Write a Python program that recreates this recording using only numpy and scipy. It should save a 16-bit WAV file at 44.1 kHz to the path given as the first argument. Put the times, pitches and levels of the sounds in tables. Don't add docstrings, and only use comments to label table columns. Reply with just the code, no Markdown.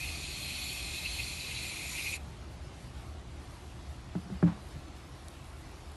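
import sys
import numpy as np
from scipy import signal
from scipy.fft import rfft, irfft, next_fast_len
from scipy.io import wavfile
from scipy.ndimage import uniform_filter1d, map_coordinates

SR = 44100
rng = np.random.default_rng(int(sys.argv[2]) if len(sys.argv) > 2 else 0)


def invert_db(x):
    u = np.asarray(x, float) / 20
    return 10 ** u


def generate_wav(signal):
    frames = np.transpose(np.atleast_2d(signal))
    scaled = np.clip(frames, -1, 1) * 32767
    pcm = np.round(scaled).astype(np.int16)
    wavfile.write(sys.argv[1], SR, pcm)


N = 262816

# [t/s, gas flow level/dB, clogging 0-1]
VALVE_CURVE = [
    (0, -47, .35),
    (.3, -48, 0.11),
    (.6, -46.5, 0.02),
    (.85, -47, 0.19),
    (1.15, -46, 0.07),
    (1.35, -47, 0.23),
    (1.58, -46.5, 0.13),
    (1.85, -46.5, .55),
    (2.0, -44.5, 0.78),
    (2.16, -46, .99),
]
# [t/s, rise level/dB]
SPURTS = [(.04, 9.5), (.09, 10), (.33, 0), (.51, 4), (1.06, 11.5), (1.2, 8.5), (1.51, 7.5), (1.57, 5),
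          (1.65, 8), (1.99, 7), (2.07, 9.5), (2.135, 9.5)]
# [f/Hz, density level/dB per Hz]
JET_SPECTRUM = [(1000, -27), (1700, -14), (2540, 4.5), (2890, -11), (4150, -0.5), (4880, -7.5),
                (7050, -8.5), (7910, -12), (11200, -9), (12000, -18), (15600, -50), (22000, -120)]
# [f/Hz, width f/Hz, level/dB]
HIGH_CAVITY = [(4134, 360, 1.5), (4433, 240, -2.5), (3490, 290, -9), (3237, 750, -3)]
# [f/Hz, width f/Hz, level/dB]
HEAD = [(7130, 350, -1.5), (8800, 1150, -2.5), (11650, 480, 3.5)]
# [t/s, low modes level/dB, high modes level/dB, pitch factor under the hand's load, damping factor]
TOUCHES = [
    (4.1504, -24.5, -35.5, 1.036, 1.6),
    (4.255, -38.5, -62, 1.03, 1.5),
    (4.299, -37.5, -43, 1.03, 1.55),
    (4.314, -27.5, -72, 1.08, 1.63),
    (4.4252, -15.5, -26.5, 1.001, 0.96),
    (4.75, -40.5, -52, 0.86, 1.27),
]
# [f/Hz, level/dB, t60 t/s]
LOW_MODES = [(102.3, -7, 0.23), (126.7, -11.5, 0.26), (171.2, 12, 0.15), (206, -10, 0.32), (295, 2.5, 0.14)]
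HIGH_MODES = [(350, 11, 0.048), (457, -26, .07), (599, -3.5, 0.078), (840, -23, 0.025), (815, 4, 0.024),
              (1158, -11, 0.042), (1370, -7, 0.033), (1460, -21, 0.034), (2040, -13, 0.011),
              (2410, -20, .02)]
# [t/s, peak level/dB]
TICKS = [
    (5.2838, -40),
    (5.303, -56),
    (4.689, -50),
    (5.918, -50),
    (5.715, -53),
    (3.36, -54),
]
# [t/s, rise level/dB]
SWELLS = [
    (2.2, 3),
    (2.9, 5.5),
    (4.62, 0.5),
    (5.41, 7.5),
]
# [f/Hz, density level/dB per Hz]
RUMBLE_SPECTRUM = [(15, -52), (25, -8.5), (39, -11), (64, -1), (98, -11.5), (119, -5.5), (188, -15.5),
                   (260, -19.5), (340, -55), (570, -120)]
# [f/Hz, width f/Hz, level/dB]
DRONES = [(56, 23.5, -56.5), (75.6, 12, -51)]
# [f/Hz, density level/dB per Hz]
HISS_SPECTRUM = [(130, -45), (220, -13.5), (273, -3.5), (334, -1.5), (452, -10.5), (734, -7), (943, -10.5),
                 (1120, -10.5), (1610, -15.5), (4110, -18.5), (4860, -20.5), (11400, -29.5), (12000, -49),
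                 (15600, -63), (22000, -120)]

SHUT_S = 2.163


def spray():
    flow_db, low_db, high_db, low_hz = nozzle()
    t = np.minimum(np.arange(N) / SR, SHUT_S)

    jet = coloured(JET_SPECTRUM, patchy_db=2.5, rate=11, octaves=.06)
    ringing = 0
    for hz, width_hz, db in HEAD:
        flicker = invert_db(300 / width_hz * 2.7 * drift(3.1))
        ringing = ringing + invert_db(db) * resonance(jet, hz, width_hz) * flicker
    jet = jet + ringing

    body = whistle(low_hz + 30, 500) * invert_db(2.3 * drift(18))
    shoulder = invert_db(-8.5 + 2.5 * t) * whistle(2120, 140) * invert_db(2.1 * drift(4.0))
    core = invert_db(-2) * whistle(low_hz + 45 * drift(7), 93) * invert_db(1.5 * drift(26))
    low = filtered(body + shoulder + core, 6, 1960, "high")

    high = 0
    for hz, width_hz, db in HIGH_CAVITY:
        sagging_hz = hz * (1.025 - .025 * t) + 70 * drift(4.4)
        high = high + invert_db(db + 2.7 * drift(25)) * whistle(sagging_hz, width_hz)
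    return invert_db(flow_db + 3.5) * rms_one(jet) + invert_db(low_db - 2.0) * rms_one(low) + invert_db(high_db + 1.0) * rms_one(high)


def nozzle():
    flow_db, clog = in_time(VALVE_CURVE)
    since_shut = np.maximum(np.arange(N) / SR - SHUT_S, 0)
    spurt_db = bumps(SPURTS, rise_s=0.021, fall_s=0.027)
    low_db = flow_db + 1.04 + 0.5 * clog + spurt_db - 450 * since_shut
    leak_db = -15 - 300 * since_shut
    flow_db = flow_db + np.maximum(-1002 * since_shut, leak_db)
    high_db = flow_db + 3 - 21 * clog
    low_hz = 2534 - 120 * clog + 8.5 * spurt_db
    return flow_db, low_db, high_db, low_hz


def thumps(travel=0.0744, low_build_s=0.022, high_build_s=0.0025):
    out, t = np.zeros(N), np.arange(SR // 2) / SR
    main_hz = LOW_MODES[2][0]
    for s, low_db, high_db, pitch, damping in TOUCHES:
        side_db = -0.4 * max(low_db - high_db - 11.5, 0)
        at = round(s * SR)
        for modes, level_db, build_s in (LOW_MODES, low_db, low_build_s), (HIGH_MODES, high_db, high_build_s):
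            for k, (hz, db, t60) in enumerate(modes):
                late = np.maximum(t - travel / np.sqrt(hz) + 0.00231, 0)
                swell = 1 - np.exp(-late / build_s)
                spot_db = side_db * (hz < 800 and hz != main_hz)
                wave = swell * np.sin(2 * np.pi * hz * pitch * late) * (-1) ** k
                out[at:at + len(t)] += invert_db(level_db + db + spot_db - 60 * damping * late / t60) * wave
    return out


def cracks():
    t60, swell_s = .03, .002
    t, envelope, clicks = np.arange(SR // 8) / SR, np.zeros(N), np.zeros(N)
    for s, low_db, high_db, *_ in TOUCHES:
        at = round(s * SR)
        swell = 1 - np.exp(-(t / swell_s) ** 2)
        envelope[at:at + len(t)] += invert_db(high_db - 4 - 60 * t / t60) * swell
        clicks[round((s + swell_s) * SR)] = invert_db(high_db + 24)
    return filtered(clicks + envelope * 4 * rng.standard_normal(N), 4, (750, 1700), "band")


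def echo_tail():
    t60, swell_s, below_db = .45, .015, 15
    t, envelope = np.arange(SR // 2) / SR, np.zeros(N)
    for s, low_db, high_db, pitch, damping in TOUCHES:
        at = round(s * SR)
        decay = invert_db(high_db - below_db - 60 * damping ** 2 * t / t60)
        envelope[at:at + len(t)] += decay * (1 - np.exp(-t / swell_s))
    dull = filtered(rng.standard_normal(N), 2, [290, 1300], "band")
    return envelope * invert_db(3.0 * drift(30)) * rms_one(dull)


def foam():
    fizz_db = -69 + bumps(SWELLS, rise_s=0.27, fall_s=0.27)
    burst = np.zeros(N)
    for s, db in TICKS:
        burst[round(s * SR)] = invert_db(db)
    born = rng.random(N) < 40 * invert_db(5 * drift(4)) / SR
    burst += born * invert_db(fizz_db + 4.0 + 3.2 * np.minimum(rng.exponential(1, N), 3))

    r = np.exp(-1 / (.0005 * SR))
    puffs = signal.lfilter([1], [1, -r], burst + 1e-18) * rng.standard_normal(N)
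    puffs = filtered(puffs, 5, 3500, "high")
    pop = invert_db(0.5) * resonance(np.roll(burst, round(.0009 * SR)) * 10, 3900, 700)
    fizz = filtered(rng.standard_normal(N), 2, 7500, "high")
    fizz = invert_db(fizz_db + 3.5 + 3.2 * drift(5.4)) * fizz
    return pop + puffs + 1.1 * resonance(puffs, 10000, 3100) + fizz


def distant_rumble():
    level_db = -48 - 0.53 * (np.arange(N) - N / 2) / SR
    rumble = invert_db(level_db) * coloured(RUMBLE_SPECTRUM, patchy_db=1.5, rate=4.8, octaves=0.575)
    drones = sum(invert_db(db) * whistle(hz, width_hz) for hz, width_hz, db in DRONES)
    return filtered(rumble + drones, 4, 35, "high")


def room_hiss():
    level_db = -53 + 1.26 * (np.arange(N) < SHUT_S * SR)
    hiss = coloured(HISS_SPECTRUM, patchy_db=2.5, rate=12, octaves=.07)
    return invert_db(level_db) * filtered(hiss, 1, 9000, "low")


def rms_one(x):
    return x / np.sqrt(np.mean(x ** 2) + 1e-20)


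def filtered(x, order, hz, kind):
    return signal.sosfilt(signal.butter(order, hz, kind, fs=SR, output="sos"), x)


def in_time(rows):
    s, *columns = np.transpose(rows)
    return [np.interp(np.arange(N) / SR, s, c) for c in columns]


def bumps(rows, rise_s, fall_s):
    t = np.arange(N) / SR
    return sum(db * np.clip(np.minimum(1 + (t - s) / rise_s, 1 - (t - s) / fall_s), 0, 1) for s, db in rows)


def drift(rate):
    r = np.exp(-80 * np.pi * rate / SR)
    slow = signal.lfilter([1], [1, -2 * r, r * r], rng.standard_normal(N // 40 + 2002))[2000:]
    return np.interp(np.arange(N) / 40, np.arange(len(slow)), rms_one(slow))


def coloured(spectrum, patchy_db, rate, octaves):
    hz, level = np.transpose(spectrum)
    size = next_fast_len(N)
    bins = np.log2(np.maximum(np.arange(size // 2 + 1) * SR / size, 1))
    gain = invert_db(np.interp(bins, np.log2(hz), level))
    shaped = irfft(rfft(rng.standard_normal(size)) * gain, size)[:N]

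    f, t, cells = signal.stft(shaped, SR, nperseg=1024)
    coarse = rng.standard_normal((250, 400))
    pitch_steps = np.log2(np.maximum(f, 40) / 40) / octaves
    across, along = np.meshgrid(pitch_steps, t * rate * 2, indexing="ij")
    patches = map_coordinates(coarse, [across, along], order=1)
    together = np.interp(t * rate, np.arange(400), coarse[-1])
    flicker = invert_db(patchy_db * (patches + 0.27 * together))
    return rms_one(signal.istft(cells * flicker, SR)[1][:N])


def resonance(x, hz, width_hz):
    r = np.exp(-np.pi * width_hz / SR)
    zeros = np.array([1, 0, -1]) * (1 - r * r) / 2
    return signal.lfilter(zeros, [1, -2 * r * np.cos(2 * np.pi * hz / SR), r * r], x)


def whistle(hz, width_hz):
    r = np.exp(-np.pi * width_hz / SR)
    noise = rng.standard_normal(N) + 1j * rng.standard_normal(N)
    slow = signal.lfilter([1], [1, -2 * r, r * r], noise)
    carrier = np.exp(2j * np.pi * np.cumsum(hz * np.ones(N)) / SR)
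    return rms_one(np.real(slow * carrier))


def scene():
    can = spray() + thumps() + cracks() + echo_tail() + foam()
    mono = can + distant_rumble() + room_hiss()
    return np.array([mono, mono])


def roll_off(x):
    return signal.sosfilt(signal.butter(12, 13140, fs=SR, output="sos"), x)


def record(dry):
    top = 0.27
    f, t, cells = signal.stft(top * np.tanh(dry[0] / top), SR, nperseg=2048)
    wander = uniform_filter1d(rng.standard_normal(len(t)), size=2) * 1.4
    edge_hz = 11900 + 130 * np.clip(wander, -2, 2.4)
    cells = cells * (f[:, None] < edge_hz)

    low_hz = rng.uniform(4200, 9400, len(t))
    chosen = rng.random(len(t)) < .03 + .09 * (t > 2.3)
    filled = chosen * (f[:, None] > low_hz) * (f[:, None] < 1.25 * low_hz)
    side = invert_db(-2.0) * filled * cells * np.exp(2j * np.pi * rng.random(cells.shape))
    mid, side = signal.istft(np.array([cells, side]), SR)[1][:, :N]
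    return roll_off(np.array([mid + side, mid - side]))


dry = scene()
out = record(dry)
generate_wav(out)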